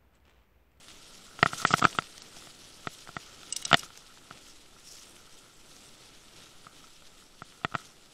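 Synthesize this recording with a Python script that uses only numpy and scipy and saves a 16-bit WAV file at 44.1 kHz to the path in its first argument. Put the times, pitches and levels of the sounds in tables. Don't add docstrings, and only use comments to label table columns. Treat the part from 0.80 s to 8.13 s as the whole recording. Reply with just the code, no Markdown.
import sys
import numpy as np
from scipy import signal
from scipy.fft import rfft, irfft, next_fast_len
from scipy.io import wavfile
from scipy.ndimage import uniform_filter1d, map_coordinates

SR = 44100
rng = np.random.default_rng(int(sys.argv[2]) if len(sys.argv) > 2 else 0)


def dump(signal):
    limited = np.clip(np.atleast_2d(signal).T, -1, 1)
    pcm = np.round(limited * 32767).astype(np.int16)
    wavfile.write(sys.argv[1], SR, pcm)


def convert_level_to_amplitude(level_db):
    exponent = np.asarray(level_db, float) / 20
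    return 10 ** exponent


N = 323473


def unit(x):
    return x / np.sqrt(np.mean(x ** 2) + 1e-20)


def curves(rows):
    s, *cols = np.transpose(rows)
    return [np.interp(np.arange(N) / SR, s, c) for c in cols]


def wobble(rate):
    knots = rng.standard_normal(int(N * rate / SR) + 4)
    return map_coordinates(knots, [np.arange(N) * rate / SR])


def coloured(x, spectrum):
    m = next_fast_len(N + 8192)
    hz, db = np.transpose(spectrum)
    log_hz = np.log(np.fft.rfftfreq(m, 1 / SR) + 1)
    gain = convert_level_to_amplitude(np.interp(log_hz, np.log(hz + 1), db))
    return unit(irfft(rfft(x, m) * gain, m)[:N])


def gritty(rate, spread_db, share):
    size_db = spread_db * np.minimum(rng.exponential(size=N), 3)
    spikes = (rng.random(N) < rate / SR) * rng.standard_normal(N) * convert_level_to_amplitude(size_db)
    return unit(spikes) * np.clip(share, 0, 1) + rng.standard_normal(N) * np.clip(1 - share, 0, 1)


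def patchy(x, patchy_db):
    z = signal.stft(x, nperseg=256)[2]
    field = uniform_filter1d(rng.standard_normal(z.shape), size=6, axis=0)
    field = uniform_filter1d(field, size=12, axis=1)
    return signal.istft(z * convert_level_to_amplitude(patchy_db * unit(field)), nperseg=256)[1][:N]


def ring(modes, t, extra_db, rise):
    hz, db, t60 = np.transpose(modes)[:, :, None]
    tones = convert_level_to_amplitude(db + extra_db[:, None] - 60 * t / t60) * np.sin(2 * np.pi * hz * t)
    return tones.sum(0) * (1 - np.exp(-t / rise))


# (f/Hz, level/dB, t60/s)
CASE_MODES = [(159, -7.5, 0.032), (247, -9.5, 0.019), (339, -15, 0.02), (416.5, -18, 0.027),
              (592, -16.5, 0.021), (682, -12, 0.035), (925, -18.5, 0.012), (1170, -9.5, 0.0078),
              (1329, -2, 0.02), (1384, -2.5, 0.014), (1898, -9.5, 0.017), (2370, -15, 0.017),
              (2640, -12.5, 0.0083), (3296, -8, 0.004), (3470, -27, 0.022), (4240, -60, 0.006),
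              (4735, -25, 0.0098), (2060, -14, 0.016), (7380, -25, 0.007)]


def blow(t, hard_db, thump_db, lid_db, rise_ms, luck, noise):
    modes = np.array(CASE_MODES)
    hz = modes[:, 0]
    mount, rim, lid = hz < 900, hz > 3000, abs(hz - 1860) < 150
    wall = ~mount & ~rim
    level_db = hard_db * 4 * np.log2(np.clip(hz / 1400, 1, 3))
    level_db += (thump_db + 1.4 * (hard_db - .5) * np.log2(hz / 260)) * mount
    level_db += lid_db * lid + 1.5 * luck
    loaded = t * (1 - .05 * np.clip(rise_ms - .5, 0, 1.5))
    rise = max(rise_ms, .1) / 1000
    shell = ring(modes[wall], loaded, level_db[wall], rise) - ring(modes[rim], loaded, level_db[rim], rise)
    thump = ring(modes[mount], t, level_db[mount], rise=0.00037)
    crack = convert_level_to_amplitude(-13.5 + 7.3 * hard_db - 60 * t / 0.02) * noise
    return shell - thump + crack


# (t/s, peak level/dB, hardness/dB per quarter octave, thump level/dB, lid level/dB)
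HARD_KNOCKS = [(0.5899, -29.5, 1.5, -5.5, 2), (0.628, -4.5, 1.7, -1.5, 5), (0.659, -12.5, 0, -3.5, 4.5),
               (0.7322, -22, -0.5, -2.5, 3), (0.85, -6, 0.4, -7.5, 5), (0.9385, -4.5, 0.5, -4.5, 1),
               (1.0411, -13.5, 1.94, -8.5, -6), (1.0506, -3, 0.94, -7.5, -3.5),
               (1.1863, -11, 0.95, -6, -0.5), (2.0708, -20, 1.2, 0.5, 5), (2.29, -32.5, -1, 2.5, -3),
               (2.366, -22.5, 1.14, -1, 1), (2.9135, -13, 0.4, -6.5, 3.5), (2.929, -8.5, 2.5, 2, 0),
               (2.942, -8, 3, -1, 5.5), (3.509, -31.5, 1.1, -0.5, -7), (6.6194, -29, -0.6, 0.5, 1),
               (6.8471, -14.5, 1.27, -2, 6), (6.9416, -26, 0.5, -2, 1.5), (6.9505, -15.5, 0.77, -3.5, 3.5)]
# (t/s, peak level/dB, thump level/dB)
FAINT_TAPS = [(1.568, -46, 10.5), (1.622, -42.5, -12), (1.671, -44, 8.5), (2.6316, -40.5, -12),
              (3.1029, -41.5, -6), (3.373, -44, -7), (4.365, -49, -12), (6.221, -49.5, -1),
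              (6.7215, -49.5, -8), (2.273, -48, -14), (2.864, -41, 2.5), (6.833, -48, 6), (6.837, -46, 3),
              (6.9575, -37.5, -8), (1.068, -31.5, 4.5), (.992, -33.5, 5.5)]
# (t/s, peak level/dB, rise/ms)
SOFT_NUDGES = [(.816, -28, 1.3), (0.825, -21.5, 3.7), (0.9052, -13.5, 1.2), (0.912, -16, 2.1),
               (.9335, -18, 1.6), (1.016, -21, 1.46), (1.0197, -15, 1.5), (1.0239, -6.5, 1.35),
               (1.0441, -9.5, 1.6), (1.149, -27.5, 2.1), (2.051, -37.5, 1.4), (3.033, -32, 1.16),
               (5.867, -29, 1.55), (6.0407, -41.5, 1), (6.814, -41, 1.2), (6.914, -41, 1.5),
               (6.9223, -32, 1.3)]


def knocks():
    out, t = np.zeros(N + SR), np.arange(SR // 8) / SR
    rise_ms = 0.45
    blows = [(*row, rise_ms) for row in HARD_KNOCKS]
    blows += [(s, db, 2.3, thump_db, -2.5, rise_ms) for s, db, thump_db in FAINT_TAPS]
    blows += [(s, db, 0.1, -6.5, -6, nudge_ms) for s, db, nudge_ms in SOFT_NUDGES]
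    scatter = rng.standard_normal((len(blows), len(CASE_MODES)))
    dull = signal.butter(5, 3900, fs=SR, output="sos")
    cracks = signal.sosfilt(dull, rng.standard_normal((len(blows), len(t))))
    for (s, db, *contact), luck, noise in zip(blows, scatter, cracks):
        out[round((s + .0006) * SR):][:len(t)] += convert_level_to_amplitude(db - 1.0) * blow(t, *contact, luck, noise)
    return signal.sosfilt(signal.butter(2, 110, "high", fs=SR, output="sos"), out[:N])


# (t/s, rattle level/dB)
LOOSENESS = [(0, -70), (.5, -62.5), (.86, -53), (1.05, -52), (1.3, -65), (2, -70.5), (2.3, -66.5),
             (2.96, -57), (3.3, -66), (4, -73), (4.5, -65.5), (4.9, -72), (5.6, -68.5), (6.1, -69),
             (6.4, -72), (6.8, -68.5), (6.96, -62.5), (7.33, -76)]


def rattle():
    body = ring(CASE_MODES[7:11], np.arange(SR // 16) / SR, np.zeros(4), rise=0.00068)
    level = convert_level_to_amplitude(curves(LOOSENESS)[0] + 3.09 * wobble(22))
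    contacts = gritty(200, spread_db=3.0, share=0.61)
    return level * unit(signal.fftconvolve(contacts, body)[:N])


# (f/Hz, level/dB, t60/s)
STEEL_MODES = [(2220, -10.5, 0.021), (2870, -3, 0.044), (3886, 1, 0.017), (4570, 1.5, 0.012),
               (5170, -5, 0.038), (5800, 5, 0.017), (6300, 4, 0.0085), (6500, -12.5, 0.014),
               (6840, 1, 0.011), (8150, 3.5, 0.01), (9570, -3.5, 0.014), (12900, -23.5, 0.0086)]
# (t/s, peak level/dB, scrape length/s, brightness/dB, low ping level/dB)
CHAIN_TICKS = [
    (2.724, -10, 0.0054, 5, 1.5),
    (2.7613, -12.5, 0.0067, 1.5, 7.5),
    (2.817, -29.5, 0.0029, 4, -12),
    (2.8232, -25, 0.0026, -12.5, -1.5),
    (2.8502, -12.5, 0.0039, 2, 4),
    (2.877, -30.5, 0.0044, -4, -5),
    (2.9046, -24.5, 0.005, -3, -7),
    (2.969, -23, 0.0044, 6.5, -12),
    (2.98, -29, 0.0038, -0.5, -1),
    (2.9926, -20.5, 0.003, 3, 6),
]


def chain():
    out, t = np.zeros(N + SR), np.arange(SR // 8) / SR
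    hz = np.transpose(STEEL_MODES)[0]
    grit_band = signal.butter(2, [4500, 10500], "band", fs=SR, output="sos")
    for s, db, length, bright_db, ping_db in CHAIN_TICKS:
        u = t / max(length, .001)
        scrape = rng.standard_normal(len(t)) ** 3 * u * np.exp(-3 * u)
        colour_db = 3 * bright_db * np.log2(hz / 5500) - 12 * (hz < 3200)
        scatter_db = 1.9 * rng.standard_normal(len(hz))
        body = ring(STEEL_MODES, t, colour_db + scatter_db, rise=.0001)
        grit = unit(signal.sosfilt(grit_band, scrape))
        tick = unit(signal.fftconvolve(scrape, body)[:len(t)]) + convert_level_to_amplitude(-3.5) * grit
        ping = ring(STEEL_MODES[:2], t, rng.normal(0, 3, size=2), rise=0.0019)
        sound = tick / abs(tick).max() + convert_level_to_amplitude(ping_db - 14.5) * ping
        out[round(s * SR):][:len(t)] += convert_level_to_amplitude(db - 4.5) * sound
    return out[:N]


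# (t/s, peak level/dB, f/Hz)
CRUST_SNAPS = [(0.0833, -31, 3300), (0.1038, -36, 3600), (0.728, -31.5, 3120), (0.818, -22.5, 4960),
               (0.8646, -29, 3370), (0.871, -23, 3140), (0.8896, -27.5, 5990), (0.928, -19.5, 5300),
               (0.935, -18.5, 2760), (0.95, -31.5, 5406), (0.983, -20, 3420), (0.988, -26.5, 3500),
               (0.9944, -16.5, 4900), (1.1274, -29, 3120), (1.2223, -26.5, 3200), (1.3795, -27.5, 5700),
               (1.42, -28.5, 5400), (2.1445, -40.5, 3700), (2.614, -39, 2940), (2.6309, -32.5, 3800),
               (3.0313, -25.5, 3120), (3.156, -38.5, 3270), (3.1746, -28.5, 5800), (4.184, -39, 3600),
               (4.364, -39.5, 2740), (4.4937, -45.5, 4700), (4.965, -35.5, 5490), (7.2588, -43, 4660),
               (2.274, -29, 2018)]


def snaps():
    out, t = np.zeros(N + SR), np.arange(SR // 40) / SR
    for s, db, hz in CRUST_SNAPS:
        fracture = rng.standard_normal(len(t)) * convert_level_to_amplitude(-60 * t / 0.012)
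        resonance = np.sin(2 * np.pi * hz * t) * np.exp(-t * hz / 0.97)
        crack = signal.fftconvolve(fracture, resonance)
        out[round(s * SR):][:len(t)] += convert_level_to_amplitude(db - 3.5) * crack[:len(t)] / abs(crack).max()
    return out[:N]


# (t/s, level/dB)
ROLLING = [(0, -60), (.55, -59), (.62, -52.5), (1.1, -51.5), (1.3, -57), (2.3, -58.5), (2.6, -57),
           (2.72, -55.5), (3.04, -55), (3.1, -61), (3.95, -62.5), (4.7, -63), (5.5, -61.5), (6.3, -62.5),
           (6.5, -67.5), (6.7, -62), (7.2, -66.5), (7.33, -63.5)]
# (start t/s, length/s, level/dB, spray over crunch/dB)
CRUST_PATCHES = [(.07, 0.069, -59, -1), (0.266, 0.15, -66, 5.5), (.655, 0.042, -45, -5),
                 (0.718, 0.061, -48, 1), (0.769, 0.062, -45, 3), (0.854, 0.096, -46, 5.5),
                 (0.962, .04, -46.5, 5.5), (1.026, .06, -49, -0.5), (1.14, 0.036, -54.5, -0.5),
                 (1.377, 0.09, -67.5, 0.5), (1.564, 0.097, -60, 2.2), (1.673, 0.063, -61.5, -2.5),
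                 (1.924, 0.15, -68.5, 6), (2.068, 0.18, -63, 5.5), (2.36, 0.16, -58.5, -6),
                 (2.772, 0.055, -53.5, 3), (2.866, 0.062, -50.5, -7), (2.967, 0.043, -61, 10.5),
                 (3.024, 0.035, -55, 5.5), (3.148, 0.043, -63, .4)]
# (start t/s, length/s, level/dB, spray over crunch/dB)
PEDAL_STROKES = [(3.48, 0.142, -58, -5.5), (3.6, 0.1204, -61, 2.5), (4.02, 0.19, -64, 10.5),
                 (4.13, .19, -62, 2.5), (4.329, 0.073, -65.5, 7), (4.48, 0.14, -65.5, 5),
                 (4.82, 0.23, -64.5, 3.5), (5, .13, -65, 3.5), (5.17, 0.11, -59, -7), (5.3, .08, -59, -14),
                 (5.53, .14, -56.5, -4.5), (5.88, 0.18, -63.5, -4), (6.33, 0.13, -66, 3),
                 (6.6, 0.13, -68.5, -4), (6.9, 0.22, -59, -1.5)]


def effort():
    roll_db, = curves(ROLLING)
    mean_db = roll_db.mean()
    spray_db = mean_db - 2 + 1.18 * (roll_db - mean_db)
    power, t = convert_level_to_amplitude(2 * np.array([roll_db, spray_db])), np.arange(N) / SR
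    bursts = [(*row, 0.23, 0.94) for row in CRUST_PATCHES]
    bursts += [(*row, .45, .6) for row in PEDAL_STROKES]
    for s, length, db, spray_over_db, swell, fade in bursts:
        u = (t - s) / length
        shape = np.clip(np.minimum(u / swell, (1 - u) / fade + .5), 0, 1)
        power = power + convert_level_to_amplitude(2 * np.array([[db], [db + spray_over_db]])) * shape ** 2
    return 10 * np.log10(power)


# (f/Hz, level/dB per Hz)
CRUNCH_SPECTRUM = [(900, -32), (1800, -9), (2400, -7), (3000, -2), (3500, -1), (4300, -4.5), (7000, -13),
                   (12000, -43.5)]
# (f/Hz, level/dB per Hz)
SWISH_SPECTRUM = [(2500, -24.5), (4200, -6.5), (5400, 0.5), (6700, -2.5), (7900, -3.5), (9000, -5),
                  (11000, -9.5), (13500, -18), (15500, -24)]


def riding():
    crunch_db, swish_db = effort()
    bumps = convert_level_to_amplitude(1.3 * wobble(60))
    grains = patchy(gritty(1200, spread_db=4, share=0.45), patchy_db=1.0)
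    crunch = coloured(grains, CRUNCH_SPECTRUM) * bumps
    friction = patchy(gritty(1500, spread_db=0.0, share=0.51), patchy_db=2.5)
    swish = coloured(friction, SWISH_SPECTRUM) * bumps
    return convert_level_to_amplitude(crunch_db + 1.5) * unit(crunch) + convert_level_to_amplitude(swish_db + 1.5) * unit(swish)


# (f/Hz, level/dB per Hz)
RUMBLE_SPECTRUM = [(24, -21.5), (40, -1.5), (211, 0), (268, -1.5), (293, 0.5), (1070, -9), (1300, -7),
                   (1770, -12.5), (2500, -13.5), (3250, -20.5), (5500, -120)]


def wind():
    rumble = coloured(rng.standard_normal(N), RUMBLE_SPECTRUM)
    rumble = unit(rumble * convert_level_to_amplitude(1.1 * wobble(14)))
    crunch_db = uniform_filter1d(effort()[0], size=3000)
    return convert_level_to_amplitude(-59.5 + .6 * (crunch_db - crunch_db.mean())) * rumble


# (f/Hz, level/dB per Hz)
HISS_SPECTRUM = [(12, 17.5), (28, 6.5), (45, -5.5), (400, -28.5), (2500, -17.5), (7800, -17), (10000, -19),
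                 (13500, -25), (15800, -40.5)]


def self_noise():
    return convert_level_to_amplitude(-59) * coloured(rng.standard_normal(N), HISS_SPECTRUM)


def whine():
    phase = 2 * np.pi * 7692 * np.arange(N) / SR + 0.7 * wobble(9)
    return convert_level_to_amplitude(-73.5 + 1.4 * wobble(12.0)) * np.sqrt(2) * np.sin(phase)


def scene():
    mix = knocks() + rattle() + chain() + snaps() + riding()
    mix = mix + wind() + self_noise() + whine()
    return mix[None]


def treble_holes(x):
    hz, _, z = signal.stft(x, SR, nperseg=1024)
    luck = rng.random((len(hz) // 6 + 1, z.shape[-1] // 3 + 1))
    luck = luck.repeat(6, 0).repeat(3, 1)[:len(hz), :z.shape[-1]]
    chance = .12 * np.clip((hz - 9500) / 3500, 0, 1) + (hz > 15750)
    return signal.istft(z * (luck > chance[:, None]), SR, nperseg=1024)[1][:, :N]


# (start t/s, end t/s)
DULL_SPANS = [(.627, .653), (.85, .942), (1.011, 1.069), (1.171, 1.198), (1.398, 1.422), (2.069, 2.092),
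              (2.354, 2.381), (2.708, 2.765), (2.834, 2.861), (2.914, 2.964), (6.619, 6.646),
              (6.844, 6.869), (6.94, 6.965)]


def dull_blows(x):
    m = next_fast_len(N)
    top = irfft(rfft(x, m) * (np.fft.rfftfreq(m, 1 / SR) > 8700), m)[:, :N]
    t = np.arange(N) / SR
    muted = sum((t > start) & (t < end) for start, end in DULL_SPANS)
    return x - top * uniform_filter1d(muted * 1., size=128)


def low_pass(x):
    return signal.sosfilt(signal.butter(12, 15800, fs=SR, output="sos"), x)


def record(dry):
    x = dry / (1 + abs(dry / .78) ** 4) ** (1 / 4)
    x = dull_blows(treble_holes(x))
    return low_pass(x)


dry = scene()
out = record(dry)
dump(out)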